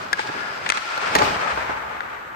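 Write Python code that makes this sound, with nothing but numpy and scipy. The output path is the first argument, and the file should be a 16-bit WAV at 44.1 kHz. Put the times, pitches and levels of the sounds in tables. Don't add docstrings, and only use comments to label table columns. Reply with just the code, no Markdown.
import sys
import numpy as np
from scipy import signal
from scipy.fft import rfft, irfft, next_fast_len
from scipy.io import wavfile
from scipy.ndimage import uniform_filter1d, minimum_filter1d

SR = 44100
rng = np.random.default_rng(int(sys.argv[2]) if len(sys.argv) > 2 else 0)


def dump_mix(stems):
    frames = np.atleast_2d(stems).T
    limited = np.clip(frames, -1, 1)
    pcm = np.round(limited * 32767).astype(np.int16)
    wavfile.write(sys.argv[1], SR, pcm)


N = 103635
TIME = np.arange(N) / SR


def from_db(db):
    return 10 ** (np.asarray(db) / 20)


def rms_one(x):
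    return x / np.sqrt(np.mean(x ** 2) + 1e-20)


def at_hz(points, hz):
    pitches, values = np.transpose(points)
    return np.interp(np.log(hz + 1e-9), np.log(pitches), values)


def level(points):
    return from_db(np.interp(TIME, *np.transpose(points)))


def pan(db):
    return from_db(np.array([[db], [-db]]) / 2)


def uneven(depth_db, per_s):
    steps = rng.standard_normal(400)
    return from_db(depth_db * np.interp(TIME * per_s, np.arange(len(steps)), steps))


def resonate(x, hz, width_hz):
    return signal.lfilter(*signal.iirpeak(hz, hz / width_hz, fs=SR), x)


def bands(noise):
    size = noise.shape[-1]
    spectrum, hz = rfft(noise), np.arange(size // 2 + 1) * SR / size
    edges_hz = np.geomspace(35, 17000, 25)
    for low, high in zip(edges_hz, edges_hz[1:]):
        yield np.sqrt(low * high), high - low, irfft(spectrum * ((hz >= low) & (hz < high)), size)


# pitch_hz, side_over_mid_db
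STEREO_WIDTH = [(40, -20), (65, -25), (125, -14.5), (250, -9.5), (500, 0), (1000, 2), (3000, -1), (8000, 1),
                (10000, 9), (12500, -5)]

def spread(mid, side, hz):
    width = from_db(at_hz(STEREO_WIDTH, hz))
    return np.array([mid + width * side, mid - width * side]) / np.sqrt(1 + width ** 2)


def wash(colour, grain_share=0, grains_per_s=790, grain_spread_db=6):
    sizes = from_db(grain_spread_db * np.minimum(rng.exponential(1, (2, N)), 4))
    signs = rng.choice([-1, 1], (2, N))
    grains = rms_one(sizes * signs * (rng.random((2, N)) < grains_per_s / SR))
    size = 2 * next_fast_len(N // 2 + 1)
    hz = np.arange(size // 2 + 1) * SR / size
    mid, side = rfft(rng.standard_normal((2, N)) + grain_share * grains, size)
    return rms_one(irfft(spread(mid, side, hz) * from_db(at_hz(colour, hz)))[:, :N])


def blows(hits, colour, notes):
    t = TIME[:SR // 5]
    side_db, right_lag_s = -8, 0.00045
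    out = np.zeros((2, N + SR))
    for start_s, db, left_db, dull_hz, contact_s in hits:
        rise = 1 - np.exp(-t / (0.19 * contact_s))
        crunch, power, ring = 0, 0, 0
        for hz, width, (mid, side) in bands(rng.standard_normal((2, len(t)))):
            fade = np.exp(-t / (contact_s + 1 / hz))
            burst = spread(mid, from_db(side_db) * side, hz) * rise ** 2 * fade
            gain = from_db(at_hz(colour, hz)) * np.sqrt(width / (1 + (hz / dull_hz) ** 4))
            crunch += gain * burst / np.linalg.norm(burst, axis=1, keepdims=True)
            power += gain ** 2
        crunch *= np.sqrt(contact_s * SR / power) / 2
        for hz, note_db, ring_s in notes:
            fade = from_db(note_db - 60 * t / ring_s)
            ring += fade * np.sin(2 * np.pi * hz * t) / np.hypot(1, (hz / dull_hz) ** 2)
        hit = from_db(db) * pan(left_db) * (crunch + ring * rise)
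        for channel, lag_s in enumerate((0, right_lag_s)):
            start = int((start_s + lag_s) * SR)
            out[channel, start:start + len(t)] += hit[channel]
    return out[:, :N]


# pitch_hz, level_db
RUMBLE_AND_HISS_COLOUR = [(20, -33), (40, -13), (65, -4), (100, -7), (200, -6), (400, 0.5), (800, -12),
                          (1250, 7), (1800, 2), (2600, -23), (4000, -35), (8000, -28), (10500, -48),
                          (12200, -22.5), (14200, -36), (15500, -59)]

def rumble_and_hiss():
    return from_db(-39.5) * wash(RUMBLE_AND_HISS_COLOUR)


# pitch_hz, fade_s
ECHO_FADE = [(70, 5.1), (300, 0.82), (1200, 4.95), (3000, 0.67), (6000, 0.64), (14000, 0.53)]
# pitch_hz, level_db
ECHO_COLOUR = [(70, -19), (300, -6.5), (800, -7), (1250, -5.5), (1700, -11), (3000, -21), (5000, -17),
               (8500, -21), (10500, -32), (13000, -36), (16000, -34)]
# pitch_hz, width_hz, boost_db
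BOARD_NOTES = [(863, 32, 5), (1088, 64, 4), (1240, 160, 2)]

def hall_echo(knocks):
    delay_s, build_s, early_db, early_s = 0.036, 0.0053, 13, 0.025
    t = np.maximum(TIME - delay_s, 0)
    first_echoes = 1 + from_db(early_db) * np.exp(-t / early_s)
    swell = (1 - np.exp(-t / build_s)) * first_echoes * uneven(depth_db=4, per_s=41)
    echo = 0
    for hz, _, (mid, side) in bands(rng.standard_normal((2, N + 365))):
        shape = swell * from_db(-60 * t / at_hz(ECHO_FADE, hz))
        gain = from_db(at_hz(ECHO_COLOUR, hz)) / np.linalg.norm(shape)
        echo += gain * shape * spread(mid[:N], side[:N], hz)
    echo += sum((from_db(db) - 1) * resonate(echo, hz, width) for hz, width, db in BOARD_NOTES)
    return signal.fftconvolve(knocks[:1], echo, axes=1)[:, :N]


# time_s, level_db
SCRAPE_LOUDNESS = [(0, -41), (.25, -40), (.37, -30.5), (.62, -34), (.82, -36.5), (.92, -29.5), (1.0, -29.5),
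                   (1.07, -25), (1.2, -29.5), (1.34, -25), (1.45, -26.5), (1.51, -22.5), (1.555, -30),
                   (1.59, -26.5), (1.8, -30.5), (2.05, -34), (2.35, -40)]
SNOW_LOUDNESS = [(0, -39), (.15, -42.5), (.21, -32), (.35, -39.5), (.62, -40), (.79, -34), (.95, -35),
                 (1.1, -33), (1.22, -24.5), (1.36, -32.5), (1.47, -38), (1.51, -34), (1.57, -36.5),
                 (1.75, -47.5), (2.35, -73)]
# pitch_hz, level_db
SCRAPE_COLOUR = [(150, -66), (400, -11), (800, -3), (1100, -3), (1350, -1), (1700, -4), (2200, -7.5),
                 (3000, -16.5), (5000, -28.5), (9000, -35.5), (15000, -96)]
# pitch_hz, level_db
SNOW_WITH_GAP = [(1000, -7.5), (2400, 11.5), (3500, 4), (5000, 3), (7000, -7), (9000, -8), (10500, -46),
                 (12300, -23.5), (14200, -28), (15500, -55)]
# start_s, length_s, pitch_hz, width_hz, relative_level_db
RINGING_TONES = [(0.17, 0.42, 1680, 90, -4), (0.23, 0.42, 1420, 65, -6), (0.21, 0.48, 4990, 130, -17),
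                 (0.81, 0.36, 1380, 75, 0), (1.28, 0.28, 1270, 140, -1)]

def skates_and_boards():
    scrape = level(SCRAPE_LOUDNESS) * wash(SCRAPE_COLOUR, grain_share=0.37)
    snow = level(SNOW_LOUDNESS) * wash(SNOW_WITH_GAP, grain_share=0.37)
    ringing = 0
    for start_s, length_s, hz, width, db in RINGING_TONES:
        progress = np.clip((TIME - start_s) / length_s, 0, 1)
        swell = 2 * np.sqrt(progress * (1 - progress))
        tone = rms_one(resonate(resonate(rng.standard_normal((2, N)), hz, width), hz, width))
        ringing += from_db(db - 33) * swell * tone
    return uneven(depth_db=1.56, per_s=40) * (scrape + snow + ringing)


# time_s, level_db
SLIDE_LOUDNESS = [(0, -30.5), (.1, -36), (.22, -42.5), (.3, -31.5), (.36, -48), (.46, -40.5), (.7, -35.5),
                  (.85, -77), (1.02, -39), (1.13, -27.5), (1.21, -23.5), (1.4, -33), (1.6, -36.5),
                  (1.85, -39), (2.28, -51), (2.35, -41)]
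# pitch_hz, level_db
SLIDE_COLOUR = [(40, -64), (90, -2.5), (135, 4), (185, 3.5), (240, 0.5), (300, -2), (450, 4.5), (800, 5.5),
                (1500, 5.5), (4000, -37.5)]
BOOM_COLOUR = [(22, -35), (45, -16), (65, 10.5), (85, 0), (130, -0.5), (300, -31)]
# start_s, level_db, fade_db_per_s
LANDINGS = [(1.148, -29, 213), (1.222, -32, 110), (1.52, -45.5, 19)]

def leg_pads():
    boom, rise_s = 0, 0.012
    for start_s, db, fade_db_per_s in LANDINGS:
        age = np.maximum(TIME - start_s, 0)
        boom += from_db(db - fade_db_per_s * age) * np.minimum(age / rise_s, 1)
    return level(SLIDE_LOUDNESS) * wash(SLIDE_COLOUR) + boom * wash(BOOM_COLOUR)


# start_s, level_db, left_over_right_db, dull_above_hz, contact_s
THUD_HITS = [(0.1936, -11.5, 5, 1990, 0.00097), (0.2890, -13, -2, 536, 0.0024),
             (0.345, -27.5, -0.5, 296, 0.023), (0.772, -17, 1, 5000, 0.0024),
             (0.9755, -13, -2.5, 15000, 0.0028), (1.1562, -0.5, 1, 525, 0.0032),
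             (1.191, -11, 0, 2500, 0.0045), (1.2160, -6.5, 4.5, 1790, 0.0046), (1.232, -36, 0, 1240, 0.013),
             (1.305, -16, 9, 500, 0.0033), (1.573, -16.5, 2.5, 1420, 0.011), (1.694, -15, -5, 1200, 0.0065)]
# pitch_hz, level_db
THUD_COLOUR = [(50, -40), (120, -14), (250, -9.5), (450, -3), (720, -2.5), (1000, -0.5), (1400, 2.5),
               (2200, -18), (4000, -10.5), (9000, -33), (15000, -31)]
# pitch_hz, level_db, ring_s
PAD_NOTES = [(289, -44, 0.17), (704, -37, 0.024), (850, -3, 0.052)]

def thuds():
    return blows(THUD_HITS, THUD_COLOUR, PAD_NOTES)


# start_s, level_db, left_over_right_db, dull_above_hz, contact_s
PUCK_HITS = [(2.0060, -14, 5, 4500, 0.0007)]
# pitch_hz, level_db
PUCK_COLOUR = [(300, -20), (1000, -6), (1500, 4), (2500, -8), (3300, -2), (4200, -13.5), (6000, -18),
               (12000, -35)]
# pitch_hz, level_db, ring_s
PUCK_NOTES = [(1490, 1, 0.011), (2476, -17, 0.02)]

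def puck_tick():
    return blows(PUCK_HITS, PUCK_COLOUR, PUCK_NOTES)


# start_s, level_db, left_over_right_db, dull_above_hz, contact_s
STICK_HITS = [(0.1296, -4, 5, 16000, 0.0011), (0.1345, -12.5, 5, 5000, 0.00077),
              (0.1865, -31, -4, 4000, 0.0022), (0.1931, -13, 5, 7000, 0.001),
              (0.2897, -22.5, -1, 3000, 0.0012), (1.0705, -27, -8, 2500, 0.0029)]
# pitch_hz, level_db
STICK_COLOUR = [(100, -24), (450, -14), (750, -8.5), (950, -38), (1250, -8), (1650, 17.5), (2100, -1),
                (2800, -9.5), (5000, -10), (7000, -11), (10000, -15), (15000, -40)]
# pitch_hz, level_db, ring_s
STICK_NOTES = [(1436, -12, 0.032), (1652, -5, 0.037), (2063, -13, 0.018), (3340, -14, 0.023),
               (4400, -21, 0.027), (5000, -18, 0.03)]

def stick_slaps():
    return blows(STICK_HITS, STICK_COLOUR, STICK_NOTES)


# start_s, level_db, left_over_right_db, dull_above_hz, contact_s
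SHOT_HITS = [(0.6615, -11, 3.5, 2300, 0.0033), (0.6672, -19, 0, 2600, 0.0018),
             (0.6906, -10.5, 8.5, 16000, 0.0016), (0.7002, 1, 2, 2160, 0.0014),
             (0.7018, 2.5, 6.5, 8600, 0.0011), (0.7213, -5.5, 14, 4400, 0.0011),
             (0.7560, -33, 7, 6000, 0.0012), (0.7688, -31, -6, 5000, 0.00087),
             (0.7726, -14.5, -5, 6700, 0.0016), (0.7790, -21.5, 10, 6000, 0.0017)]
# pitch_hz, level_db
SHOT_COLOUR = [(100, -20), (300, -37), (620, -5.5), (900, -7), (1350, -4.5), (1800, 3), (2600, 0.5),
               (3400, -2), (4800, -10.5), (6600, -7.5), (8800, -9), (11500, -27), (15000, -28)]
# pitch_hz, level_db, ring_s
BLADE_NOTES = [(1380, -13, 0.03), (1761, -12, 0.02), (2050, -12, 0.018), (2540, -3, 0.01),
               (7000, -14, 0.007)]

def shot():
    return blows(SHOT_HITS, SHOT_COLOUR, BLADE_NOTES)


# start_s, level_db, left_over_right_db, dull_above_hz, contact_s
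SAVE_HITS = [(1.1510, -2, 1.5, 16000, 0.004), (1.1538, 0, -1, 16000, 0.0017),
             (1.1618, -3.5, -6.5, 6960, 0.0014), (1.1652, -4.5, -7, 10100, 0.00088),
             (1.1857, -10, 5, 8040, 0.0037), (1.1925, -19, 2, 6000, 0.003), (1.2205, -6.5, 2, 5070, 0.0011),
             (1.2772, -15, 11, 4000, 0.00044), (1.3665, -19, 3, 3000, 0.00048)]
# pitch_hz, level_db
SAVE_COLOUR = [(100, -11), (500, -2), (1300, 6), (1600, -5), (1900, 3.5), (2800, -4), (4200, -7),
               (6500, -9), (10500, -23), (14000, -10), (16000, -30)]
# pitch_hz, level_db, ring_s
GEAR_NOTES = [(847, -13.5, 0.086), (1165, -16, .04), (1865, -10, 0.034), (4070, -13, 0.015),
              (6640, -22, 0.031)]

def save():
    return blows(SAVE_HITS, SAVE_COLOUR, GEAR_NOTES)


def scene():
    knocks = stick_slaps() + shot() + save() + thuds() + puck_tick()
    rink = hall_echo(knocks) + skates_and_boards()
    return knocks + pan(3) * rink + pan(-0.5) * (leg_pads() + rumble_and_hiss())


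def record(dry):
    limit_db, recover_db_per_s, smooth_s = -2.6, 182, 0.00061
    ceiling, cutoff_hz = 0.92, 16400
    over_db = np.maximum(20 * np.log10(abs(dry).max(0) + 1e-9) - limit_db, 0)
    recovery_db = recover_db_per_s * TIME
    dip_db = np.maximum.accumulate(over_db + recovery_db) - recovery_db
    window = int(smooth_s * SR) + 1
    limited = dry * from_db(uniform_filter1d(minimum_filter1d(-dip_db, window), window))
    rounded = limited / (1 + (limited / ceiling) ** 6) ** (1 / 6)
    return signal.sosfilt(signal.cheby2(14, 70, cutoff_hz, fs=SR, output="sos"), rounded)


dry = scene()
out = record(dry)
dump_mix(out)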